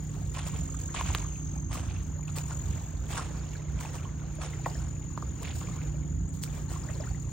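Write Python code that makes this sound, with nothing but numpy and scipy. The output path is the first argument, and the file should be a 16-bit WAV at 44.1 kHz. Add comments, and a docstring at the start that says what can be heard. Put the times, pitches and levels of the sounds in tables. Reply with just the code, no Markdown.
"""Slow steps crunch along a stony lakeshore: gravel and sand give way in many tiny impacts, and loose
stones clack with a short, damped ring. Wavelets gurgle at the edge as their bubbles resonate.
Two crickets trill by stridulation, a chorus behind them; their phase between the microphone's two
ports shifts as it slowly turns. Wind rumbles on the microphone over the low harmonic throb of a far
engine, probably a boat."""
import sys
import numpy as np
from scipy import signal
from scipy.fft import rfft, irfft, next_fast_len
from scipy.io import wavfile
from scipy.ndimage import uniform_filter1d, map_coordinates

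SR = 44100
rng = np.random.default_rng(int(sys.argv[2]) if len(sys.argv) > 2 else 0)


def master_out(mix):
    """Clip the mix to full scale and print it as 16-bit PCM to the path in sys.argv[1]."""
    frames = np.transpose(np.atleast_2d(mix))
    ceiling = np.clip(frames, -1, 1)
    pcm = np.round(ceiling * 32767).astype(np.int16)
    wavfile.write(sys.argv[1], SR, pcm)


N = 322812
TOP_HZ = 15850
SIDE = np.array([[.5], [-.5]])  # splits a difference between left and right

# soles pressing into gravel: start_s, rise_s, length_s, gravel_db, grit_db
FOOTFALLS = [(0.339, 0.0031, 0.094, -42.5, -47.5), (0.444, 0.0089, 0.039, -47, -60),
             (0.522, 0.013, 0.06, -53.5, -53.5), (0.932, 0.0086, 0.063, -36, -39),
             (1.045, 0.0055, 0.14, -44, -48.5), (1.686, 0.021, 0.13, -40.5, -50.5),
             (1.87, 0.022, 0.06, -62, -48), (2.265, 0.0046, 0.062, -49, -59),
             (2.345, 0.017, 0.036, -36, -47), (2.471, 0.02, 0.059, -43, -60),
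             (2.668, 0.028, 0.089, -53, -52.5), (3.077, 0.032, 0.098, -33.5, -43.5),
             (3.153, 0.026, 0.034, -37.5, -46), (3.762, 0.012, 0.1, -46.5, -53.5),
             (3.933, 0.009, 0.021, -39, -53), (4.391, 0.025, 0.062, -38, -45.5),
             (4.751, 0.019, 0.11, -49.5, -69), (5.419, 0.037, 0.051, -40, -34.5),
             (5.602, .005, 0.026, -44, -54.5), (6.683, 0.013, 0.074, -44.5, -58)]
# soles sliding on sand: start_s, length_s, level_db
SCUFFS = [(0.326, 0.031, -47), (0.461, 0.016, -36.5), (0.934, 0.17, -48.5), (1.724, 0.025, -34.5),
          (2.355, 0.023, -29.5), (3.07, 0.063, -38), (3.793, 0.027, -36.5), (3.916, 0.037, -43.5),
          (4.42, 0.016, -44), (4.653, 0.022, -42.5), (4.775, 0.021, -51), (5.517, 0.068, -39),
          (6.322, 0.035, -44), (6.415, 0.023, -33), (6.686, 0.046, -41.5)]
# spectra of coarse gravel and fine grit: frequency_hz, density_db
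GRAVEL_SPECTRUM = [(200, 3), (450, -4), (750, 4.5), (1100, 7), (1700, 0), (2300, -6), (2900, -5),
                   (4200, -10), (6000, -3), (9000, -2), (16000, -103)]
GRIT_SPECTRUM = [(600, -14), (1600, -1.5), (2700, 5.5), (3800, 0.5), (6000, -12), (12000, -25)]
# spectrum of hissing sand, and of foam on the water: frequency_hz, density_db
HISS_SPECTRUM = [(1500, -24), (3500, -9), (5500, -5.5), (7500, 0), (8500, 0), (9500, -7), (12000, -9),
                 (14000, -5), (16000, -7)]
def steps():
    """Granular noise: under a sole, countless impacts merge into a crunch and friction into a hiss."""
    gravel, grit, sand = np.zeros((3, N))
    t = np.arange(SR // 2) / SR
    for start, rise, length, gravel_db, grit_db in FOOTFALLS:
        force = sole_force(t, rise, length)
        add(gravel, start, amp(gravel_db) * force)
        add(grit, start, amp(grit_db) * force)
    for start, length, db in SCUFFS:
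        add(sand, start, amp(db) * sole_force(t, rise=.46 * length, length=length))
    clicks = amp(-6.5) * pebbles(centre_hz=1250, octaves=1, cycles=9, size_db=11, count=2600)
    coarse = spread(patchy(crackle(clump_db=3.6), depth_db=3), GRAVEL_SPECTRUM)
    fine = spread(crackle(clump_db=3.5), GRIT_SPECTRUM)
    chips = pebbles(centre_hz=2850, octaves=.45, cycles=13, size_db=12, count=2400)
    crunch = gravel * unit(coarse + clicks) + grit * unit(fine + chips)
    fits = unit(amp(1.4 * wobble(110)))  # the stones give way in fits and starts
    return fits * crunch + sand * spread(crackle(clump_db=3.5), HISS_SPECTRUM)


def sole_force(t, rise, length):
    """Loading and relaxation: the force builds up, holds and dies away as the foot settles."""
    return (1 - np.exp(-t / rise)) ** 2 / (1 + (t / length) ** 2.61)


def pebbles(centre_hz, octaves, cycles, size_db, count):
    """Damped oscillators: each struck pebble clicks at its own pitch, size and side; rms 1."""
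    when, pitch, size, pan = np.hsplit(rng.random((count, 4)), 4)
    t = np.arange(400) / SR
    hz = np.minimum(centre_hz * 2 ** (octaves * (2 * pitch - 1)), TOP_HZ)
    envelope = amp(size_db * size ** 2 - 60 * t * hz / cycles) / np.sqrt(hz)
    return scatter(envelope * np.sin(2 * np.pi * hz * t), when, pan)


# grit snapping underfoot: start_s, level_db, pitch_hz
GRIT_SNAPS = [(0.485, -29, 8250), (.802, -29, 7600), (1.011, -22.5, 2640), (1.149, -13.5, 3140),
              (1.185, -24, 6500), (2.385, -22, 7640), (3.85, -33.5, 1480), (4.6607, -30, 2270),
              (5.176, -35, 4800), (5.432, -25, 9100), (6.437, -18.5, 6500)]
# small pebbles colliding: start_s, level_db, pitch_hz
PEBBLE_TICKS = [(1.3578, -36, 2610), (1.897, -38, 2500), (1.9644, -38, 2720), (2.252, -49, 4480),
                (2.2799, -33, 2650), (2.3845, -34, 2530), (3.857, -33, 2590), (3.984, -38, 2790),
                (4.0477, -38, 3050), (4.353, -35, 8700), (4.6474, -38, 2460), (4.658, -23, 1960),
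                (4.6992, -38, 4840), (4.746, -33.5, 5330), (4.789, -38, 5140), (6.291, -31, 7970),
                (6.6917, -42, 4220), (6.8348, -38, 5100), (6.9435, -40, 5200), (7.0078, -35, 5100)]
# loose stones rocking against each other: start_s, level_db, pitch_hz, ring_time_ratio
STONE_CLACKS = [(.371, -29.5, 1060, 1.8), (0.466, -31, 564, 1.3), (.538, -33, 1070, 1.3),
                (.9445, -24, 1070, 1.5), (1.0096, -20, 1020, 1.9), (1.102, -25.5, 915, 1.4),
                (1.1495, -6, 1180, 0.49), (1.711, -31.5, 990, 1.6), (1.752, -30, 1110, 1.3),
                (2.194, -29, 860, 0.7), (3.194, -21, 1120, 1), (4.6611, -9, 960, 0.68),
                (4.6638, -14.5, 850, 1.05), (4.665, -23, 570, 1.24), (4.6674, -21.5, 903, 1.1),
                (4.671, -32, 710, 0.71), (5.1762, -13.5, 1020, 0.76), (5.2244, -24, 1150, 1.3),
                (5.615, -27, 920, 0.81), (6.716, -23.5, 690, .7)]
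# modes of a stone on its bed: pitch_ratio, level_db, t60_s
STONE_MODES = [(.42, -20, 0.033), (.68, -8.5, 0.013), (1.001, 5.5, 0.0074), (1.22, -27, 0.0083)]
def stones():
    """Impact excitation: grit snaps in single pulses; pebbles and stones ring in short-lived modes."""
    impacts, clacks = np.zeros((2, N))
    t = np.arange(SR // 8) / SR
    decay = amp(-60 * t / .012)  # crumbs and pebbles fall 60 dB in 12 ms
    for start, db, hz in GRIT_SNAPS:
        pulse = 1.7 * np.sin(2 * np.pi * hz * t) * np.exp(-t * hz * 1.7)  # about one cycle
        crumbs = .21 * rng.standard_normal(len(t)) * decay
        add(impacts, start, amp(db) * (pulse + crumbs))
    for start, db, hz in PEBBLE_TICKS:
        partner_hz = hz * rng.uniform(.89, 1.28)  # both pebbles ring
        ring = np.sin(2 * np.pi * hz * t) + .42 * np.sin(2 * np.pi * partner_hz * t)
        add(impacts, start, amp(db) * decay * ring * (1 - np.exp(-t / .00074)))
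    for start, db, hz, ring_time in STONE_CLACKS:
        ring = sum(amp(mode_db - 60 * t / (t60 * ring_time)) * np.sin(2 * np.pi * ratio * hz * t)
                   for ratio, mode_db, t60 in STONE_MODES)
        add(clacks, start, amp(db) * ring * (1 - np.exp(-t / .00064)) ** 2)
    sandy_bed = signal.butter(4, 1720, fs=SR, output="sos")  # damps the ring above 1720 Hz
    impacts += signal.sosfilt(sandy_bed, clacks)
    return impacts * amp(2 * SIDE) + amp(-14.5) * echoes(impacts)


# wavelets running up the stones: start_s, time_to_crest_s, wash_db, fizz_db
WAVELETS = [(-.2, 0.36, -55.5, -58.5), (.38, 0.16, -52, -54), (.68, 0.3, -52.5, -56),
            (.87, 0.057, -51.5, -64), (1.22, 0.26, -57.5, -62.5), (1.72, .2, -58, -60),
            (2.32, 0.26, -54.5, -58), (2.65, 0.72, -52, -65), (3.06, 0.92, -58, -75),
            (3.742, 0.22, -57.5, -64), (4.362, 0.27, -51, -59), (4.95, 0.44, -53, -60),
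            (5.441, 0.23, -55, -71), (5.73, 0.16, -56.5, -63), (6.399, 0.14, -51.5, -55.5),
            (6.66, 0.28, -52, -56.5)]
def lapping():
    """Incoherent sources add in power: wash and fizz surge with each wavelet and drain more slowly."""
    t = np.arange(N) / SR
    wash_power, fizz_power = amp(-72) ** 2, amp(-69.5) ** 2  # calm water
    for start, crest, wash_db, fizz_db in WAVELETS:
        age = np.maximum(t - start, 0) / crest
        surge = (age * np.exp(1 - age)) ** 2
        wash_power += (amp(wash_db) * surge) ** 2
        fizz_power += (amp(fizz_db) * surge) ** 2
    ripple = amp(2.06 * wobble(14))
    return ripple * np.sqrt(wash_power), ripple * np.sqrt(fizz_power)


# spectrum of water draining through stones: frequency_hz, density_db
SLOSH_SPECTRUM = [(200, -28), (400, 5.5), (700, -4), (1050, -6), (1600, -8), (2300, -10), (3200, -13.5),
                  (5000, -18.5), (7000, -7), (10000, -44), (16000, -33)]
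def water():
    """Air entrainment: the wash sloshes through the stones, full of small bubbles, with fizz on top."""
    wash, fizz = lapping()
    slosh = spread(patchy(crackle(clump_db=1.3), depth_db=3.2), SLOSH_SPECTRUM)
    foam = spread(crackle(clump_db=4), HISS_SPECTRUM)
    gurgle = amp(-7) * bubbles(centre_hz=1350, octaves=1.1, cycles=26, size_db=14, count=600)
    droplets = amp(-17) * bubbles(centre_hz=4200, octaves=.6, cycles=35, size_db=14, count=300)
    return wash * (slosh + gurgle + droplets) + fizz * foam


def bubble(t, hz, t60):
    """Bubble resonance: trapped air rings briefly, rising in pitch as it nears the surface."""
    glide = .94 + .22 * np.minimum(t / t60, 1.5)
    return np.sin(2 * np.pi * hz * t * glide) * amp(-60 * t / t60) * (1 - np.exp(-t * hz * .59))


def bubbles(centre_hz, octaves, cycles, size_db, count):
    """Independent resonators: a cloud of bubbles of random time, pitch, size and side; rms 1."""
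    when, pitch, size, pan = np.hsplit(rng.random((count, 4)), 4)
    t = np.arange(1500) / SR
    hz = np.minimum(centre_hz * 2 ** (octaves * (2 * pitch - 1)), TOP_HZ)
    return scatter(bubble(t, hz, cycles / hz) * amp(size_db * size ** 2), when, pan)


# large bubbles in the lapping water: start_s, level_db, pitch_hz
PLOPS = [(0.743, -33.5, 1230), (0.994, -24.5, 1064), (1.246, -32, 1126), (1.56, -37, 810),
         (2.158, -42, 560), (2.23, -40.5, 2330), (2.516, -31, 1380), (3.178, -28, 1010), (3.2, -26, 1295),
         (3.305, -36, 563), (3.85, -30.5, 865), (4.053, -31, 1060), (4.385, -34, 630), (4.533, -33, 2000),
         (4.662, -23.5, 670), (5.685, -34, 1140), (5.739, -47, 1190), (5.763, -38, 1080),
         (5.787, -38, 1340), (5.815, -37, 2150), (5.851, -43, 530), (5.876, -43, 780), (5.941, -39, 576),
         (6.556, -43, 1650), (6.74, -34, 1280), (6.76, -29.5, 1094), (6.838, -38, 1260), (6.888, -29, 1850),
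         (6.893, -32.5, 630), (6.931, -39.5, 2630), (6.958, -36, 540), (7.001, -27.5, 614),
         (7.03, -38, 754), (7.038, -33.5, 1800), (7.052, -41, 980), (7.073, -34, 1430), (7.108, -37.5, 770),
         (7.146, -36.5, 1920), (7.223, -48, 543), (7.268, -49, 533)]
def plops():
    """Fragmentation: an air pocket breaks into one loud resonating bubble and four fainter ones."""
    track, t = np.zeros(N), np.arange(SR // 8) / SR
    for start, db, hz in PLOPS:
        t60 = 27 / hz  # dies away in 27 cycles
        add(track, start, amp(db) * bubble(t, hz, t60))
        for late, pitch in rng.random((4, 2)):
            add(track, start + .028 * late, amp(db - 12) * bubble(t, hz * (.7 + pitch), t60 / 2))
    return track * amp(2 * SIDE) + amp(-9) * echoes(track)


# the near cricket: time_s, level_db, left_over_right_db, stroke_start_over_end_db
NEAR_CRICKET = [(0, -49.5, 2, 4), (.15, -58, 10, 0), (.4, -47, 3.5, 12), (.75, -46, -4, 8),
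                (1.08, -44.5, 4.5, 2), (1.55, -51, -3, -5), (1.95, -62, 7, -6), (2.2, -50, 1, 0),
                (2.55, -46, 8, -5), (3.1, -53, 3.5, 0.5), (3.6, -54.5, -1, 7), (4.2, -59, 7, 3),
                (4.6, -52.5, 9.5, 1), (5.7, -51, 8.5, 2), (6.2, -53.5, 6, 2), (6.75, -56, 18.5, 10),
                (7.32, -56.5, 17, 6)]
# the lower cricket, which swells twice and fades: time_s, level_db
LOW_CRICKET = [(0, -67), (.6, -60), (1.05, -50), (1.6, -52), (2, -58), (2.3, -72), (3.1, -69), (3.5, -61),
               (3.75, -64), (4, -78)]
# direction of the crickets from the turning microphone: time_s, leftward_deg
BEARING = [(0, 12), (.35, -48), (.85, -36), (1.7, -36), (2.25, 10), (2.75, 27), (3.25, 58), (4.3, 66),
           (4.7, 88), (6, 114), (6.75, 164), (7.32, 178)]
def crickets():
    """Path difference: bearing sets the phase of two trills at the ports; echoes and chorus lie behind."""
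    near_db, pan_db, tilt_db = curves(NEAR_CRICKET)
    low_db, = curves(LOW_CRICKET)
    bearing_deg, = curves(BEARING)
    near_lead_rad = 6.8 * np.sin(np.radians(bearing_deg))
    low_lead_rad = near_lead_rad - .75  # the two sit a little apart
    near = amp(near_db) * trill(stroke_hz=44.46, top_hz=7110, fall_hz=520, duty=.6, tilt_db=tilt_db)
    low = amp(low_db) * trill(stroke_hz=47, top_hz=6535, fall_hz=490, duty=.62, tilt_db=2)
    direct = np.real(near * placed(pan_db, near_lead_rad) + low * placed(8, low_lead_rad))
    octave = wing_octave(near, bearing_deg) * amp(SIDE * pan_db)
    trees = chorus() + amp(-12) * echoes(np.real(near + low))
    return direct + octave + trees * amp(6 * SIDE)


def trill(stroke_hz, top_hz, fall_hz, duty, tilt_db=0):
    """Stridulation: each wing stroke draws the same teeth, a whistle that holds, then drops; complex."""
    stroke = np.cumsum(stroke_hz * (1 + .001 * wobble(3.1))) / SR % 1
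    progress = np.minimum(stroke / duty, 1)
    cycles = duty / stroke_hz * (top_hz * progress - fall_hz * progress ** 3 / 3)
    rasp_rad = .25 * wobble(330) + .8 * wobble(45)
    level_db = tilt_db * (.5 - progress) + 1.1 * wobble(40) + 1.6 * wobble(450)
    swell = unit(np.sin(np.pi * progress) ** .8 * amp(level_db))
    return np.sqrt(2) * swell * np.exp(1j * (2 * np.pi * cycles + rasp_rad))


def wing_octave(song, bearing_deg, mode_hz=14200, width_hz=350):
    """Resonance: a wing mode lets out a faint second harmonic, picked up mostly in a narrow beam."""
    beam = amp(-31) + amp(-16) * np.exp(-((bearing_deg - 24) / 26) ** 2)
    doubled = np.real(song * np.exp(1j * np.angle(song)))
    overtone = filtered(doubled, lambda hz: np.exp(-((hz - mode_hz) / width_hz) ** 2))
    return beam * (.6 * overtone + .8 * echoes(overtone * amp(3 * wobble(700))))


# wind gusts: crest_s, level_db, half_width_s
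GUSTS = [(.24, -38, 0.095), (.57, -33.5, 0.1), (1.12, -33, 0.11), (1.5, -41.5, 0.14), (1.9, -35.5, 0.23),
         (2.71, -34, 0.062), (3.15, -38.5, 0.36), (3.75, -34.5, 0.038), (4.202, -41.5, 0.27),
         (4.802, -38, 0.039), (5.65, -36.5, 0.57), (6.15, -36.5, 0.13), (6.798, -37, 0.52)]
# spectrum of the wind rumble, with an engine-like hum near 172 Hz: frequency_hz, density_db
RUMBLE_AND_HUM_SPECTRUM = [(15, -64), (28, -35), (40, -18.5), (55, 0), (80, -3), (110, -9), (140, -16.5),
                           (172, -9.5), (200, -20.5), (300, -22), (450, -35), (900, -65)]
def wind(breeze_db=-39.5):
    """Turbulent pressure rumbles on the microphone; each gust adds its power to a steady breeze."""
    t = np.arange(N) / SR
    gust_power = sum(amp(db) ** 2 * np.exp(-((t - crest) / width) ** 2) for crest, db, width in GUSTS)
    rumble_and_hum = spread(rng.standard_normal((2, N)), RUMBLE_AND_HUM_SPECTRUM)
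    return np.sqrt(amp(breeze_db) ** 2 + gust_power) * rumble_and_hum


# partials of the engine: turning_rate_multiple, level_db
ENGINE_PARTIALS = [(2, -52), (3, -46), (4, -46), (5, -42.5), (6, -54), (7, -63), (8, -61.5), (9, -57),
                   (10, -62.5), (11.1, -60)]
def engine(turning_hz=29.9):
    """Periodic excitation: one exhaust pulse a turn; its partials fade in and out over the water."""
    turns = np.cumsum(turning_hz * (1 + .002024 * wobble(2.057))) / SR
    throb = np.zeros(N)
    for multiple, db in ENGINE_PARTIALS:
        fading = np.sqrt(2) * amp(db + 2.8 * wobble(3.2))
        throb -= fading * np.cos(2 * np.pi * multiple * turns + .91 * wobble(5))
    return throb


# rise and fall of water further along the shore: time_s, level_db
FAR_WATER_LEVEL = [(0, -62), (1.4, -62), (2.15, -58.5), (2.6, -58.5), (5.8, -57.5), (6.2, -60), (6.7, -56),
                   (7.32, -62)]
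# its spectrum: frequency_hz, density_db
FAR_WATER_SPECTRUM = [(200, -15), (400, 0), (700, -2), (1050, -3), (1600, -8), (2500, -15), (5000, -24),
                      (8000, -19), (10500, -47), (14000, -28), (16000, -30)]
def far_water():
    """Superposition: distant lapping merges into a dull, even noise that slowly rises and falls."""
    level_db, = curves(FAR_WATER_LEVEL)
    swell = amp(level_db + 1.3 * wobble(5))
    return swell * spread(patchy(crackle(clump_db=1), depth_db=2.5), FAR_WATER_SPECTRUM)


# spectrum of the massed crickets: frequency_hz, density_db
CHORUS_SPECTRUM = [(4500, -22), (5600, -1), (6050, 8), (6250, 8), (6480, 24), (6650, 22), (7000, 4),
                   (7200, 14), (7500, -100)]
# single crickets deeper in the trees: stroke_rate_hz, top_pitch_hz
FAR_CRICKETS = [(43.2, 6560), (46.1, 6530), (48.4, 6850)]
def chorus():
    """Incoherent summation: many far crickets blur into a noise band, with three faint trills in it."""
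    swell = amp(-60 + 1.6 * wobble(1.46))
    band = filtered(rng.standard_normal((2, N)), lambda hz: amp(along(CHORUS_SPECTRUM, hz)))
    voices = swell * unit(band)
    for stroke_hz, top_hz in FAR_CRICKETS:
        voice = amp(-67 + 2.2 * wobble(1.34)) * np.real(trill(stroke_hz, top_hz, fall_hz=400, duty=.6))
        voices += .5 * (voice + echoes(voice))
    return voices


# reverberation time of the bank and trees: frequency_hz, t60_s
BANK_DECAY = [(200, 0.077), (2000, 0.13), (10000, 0.029)]
def echoes(x):
    """Diffuse reflection: bank and trees return an exponentially decaying tail on each side."""
    hz, t, noise = signal.stft(rng.standard_normal((2, SR // 3)), SR, nperseg=256)
    tail = signal.istft(noise * amp(-60 * t / along(BANK_DECAY, hz)[:, None]), SR, nperseg=256)[1]
    return signal.fftconvolve(x[None], tail / np.linalg.norm(tail[0]), axes=1)[:, :N]


# left-right level difference: frequency_hz, left_over_right_db
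STEREO_BALANCE = [(300, 0), (700, 1), (1300, 0), (2200, -2.5), (4200, -6.5), (6000, -2), (8300, 4),
                  (11000, 2), (14000, 0)]
# left-right phase difference: frequency_hz, left_lead_rad
STEREO_PHASE = [(60, .05), (150, .4), (340, .7), (600, .8), (1200, .3), (2600, -.4), (3800, 0), (5300, 1.6),
                (8200, 1.9), (9700, 3.1), (12300, 3.2), (14000, 4.2), (15800, 5.5)]
def stereo_image(x):
    """Left-right level and phase differences: the hiss is very wide, in opposite phase, at 10-12 kHz."""
    return filtered(x, lambda hz: placed(along(STEREO_BALANCE, hz), along(STEREO_PHASE, hz)))


def placed(pan_db, lead_rad):
    """Level and phase differences, left over right, as a pair of complex gains."""
    return amp(SIDE * pan_db) * np.exp(1j * SIDE * lead_rad)


# left-right likeness: frequency_hz, coherence
STEREO_COHERENCE = [(40, .99), (110, .94), (250, .55), (500, .55), (1000, .65), (2500, .45), (5000, .55),
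                    (8500, .75), (10000, .96), (12000, .96), (15000, .75)]
def spread(pair, spectrum):
    """Partial coherence: two unrelated signals become mid and side of one coloured sound; rms 1."""
    def response(hz):
        angle = np.arccos(np.clip(along(STEREO_COHERENCE, hz), -1, 1)) / 2
        return amp(along(spectrum, hz)) * np.array([np.cos(angle), np.sin(angle)])
    mid, side = filtered(pair, response)
    return unit(np.array([mid + side, mid - side]))


def crackle(clump_db):
    """Random amplitude modulation: two noises come in clumps of a millisecond or so."""
    return unit(rng.standard_normal((2, N)) * amp(clump_db * (wobble(900) + .59 * wobble(90))))


def patchy(pair, depth_db):
    """Cavity resonance: shifting gaps between water and stones briefly lift and dull narrow bands."""
    bands = signal.stft(pair, nperseg=512)[2]
    field = rng.standard_normal(bands.shape[1:])
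    field = uniform_filter1d(uniform_filter1d(field, size=4, axis=0), size=4, axis=1)
    return signal.istft(bands * amp(depth_db * unit(field)), nperseg=512)[1][:, :N]


def scatter(rings, when, pan):
    """Superposition of short sounds strewn over time and from right to left (both 0-1); rms 1."""
    at = (when * N).astype(int) + np.arange(rings.shape[1])
    gains = [amp(sign * 12 * (pan - .5)) for sign in (1, -1)]
    return unit(np.array([np.bincount(at.ravel(), (rings * g).ravel(), N)[:N] for g in gains]))


def amp(db):
    """Decibels to gain."""
    return 10 ** (np.asarray(db) / 20)


def unit(x):
    """Normalisation to rms 1."""
    return x / np.sqrt(np.mean(x ** 2) + 1e-20)


def along(points, hz):
    """Interpolation of (frequency_hz, value) points on a logarithmic axis."""
    knots_hz, values = np.transpose(points)
    return np.interp(np.log(hz + 1), np.log(knots_hz + 1), values)


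def curves(rows):
    """Linear interpolation: one value per sample for each column after the time."""
    times, *columns = np.transpose(rows)
    return [np.interp(np.arange(N) / SR, times, column) for column in columns]


def wobble(rate_hz):
    """A smooth random curve through rate_hz knots a second."""
    return map_coordinates(rng.standard_normal(4096), [np.arange(N) * rate_hz / SR], mode="wrap")


def filtered(x, response):
    """Linear filtering: the spectrum of x times a complex response of frequency."""
    size = next_fast_len(N + 8192)
    return irfft(rfft(x, size) * response(np.fft.rfftfreq(size, 1 / SR)), size)[..., :N]


def add(track, start_s, sound):
    """Mix a sound into a track at a time."""
    part = track[max(round(start_s * SR), 0):][:len(sound)]
    part += sound[:len(part)]


def scene():
    """Superposition: wind and engine lean right, the crickets left; water and steps lie between."""
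    rumble = (wind() + engine()) * amp(-2.6 * SIDE)
    lake = water() + plops() + far_water()
    return stereo_image(rumble + lake + steps() + stones()) + crickets()


def record(dry):
    """Band limiting: nothing above TOP_HZ is kept."""
    return filtered(dry, lambda hz: hz < TOP_HZ)


dry = scene()
out = record(dry)
master_out(out)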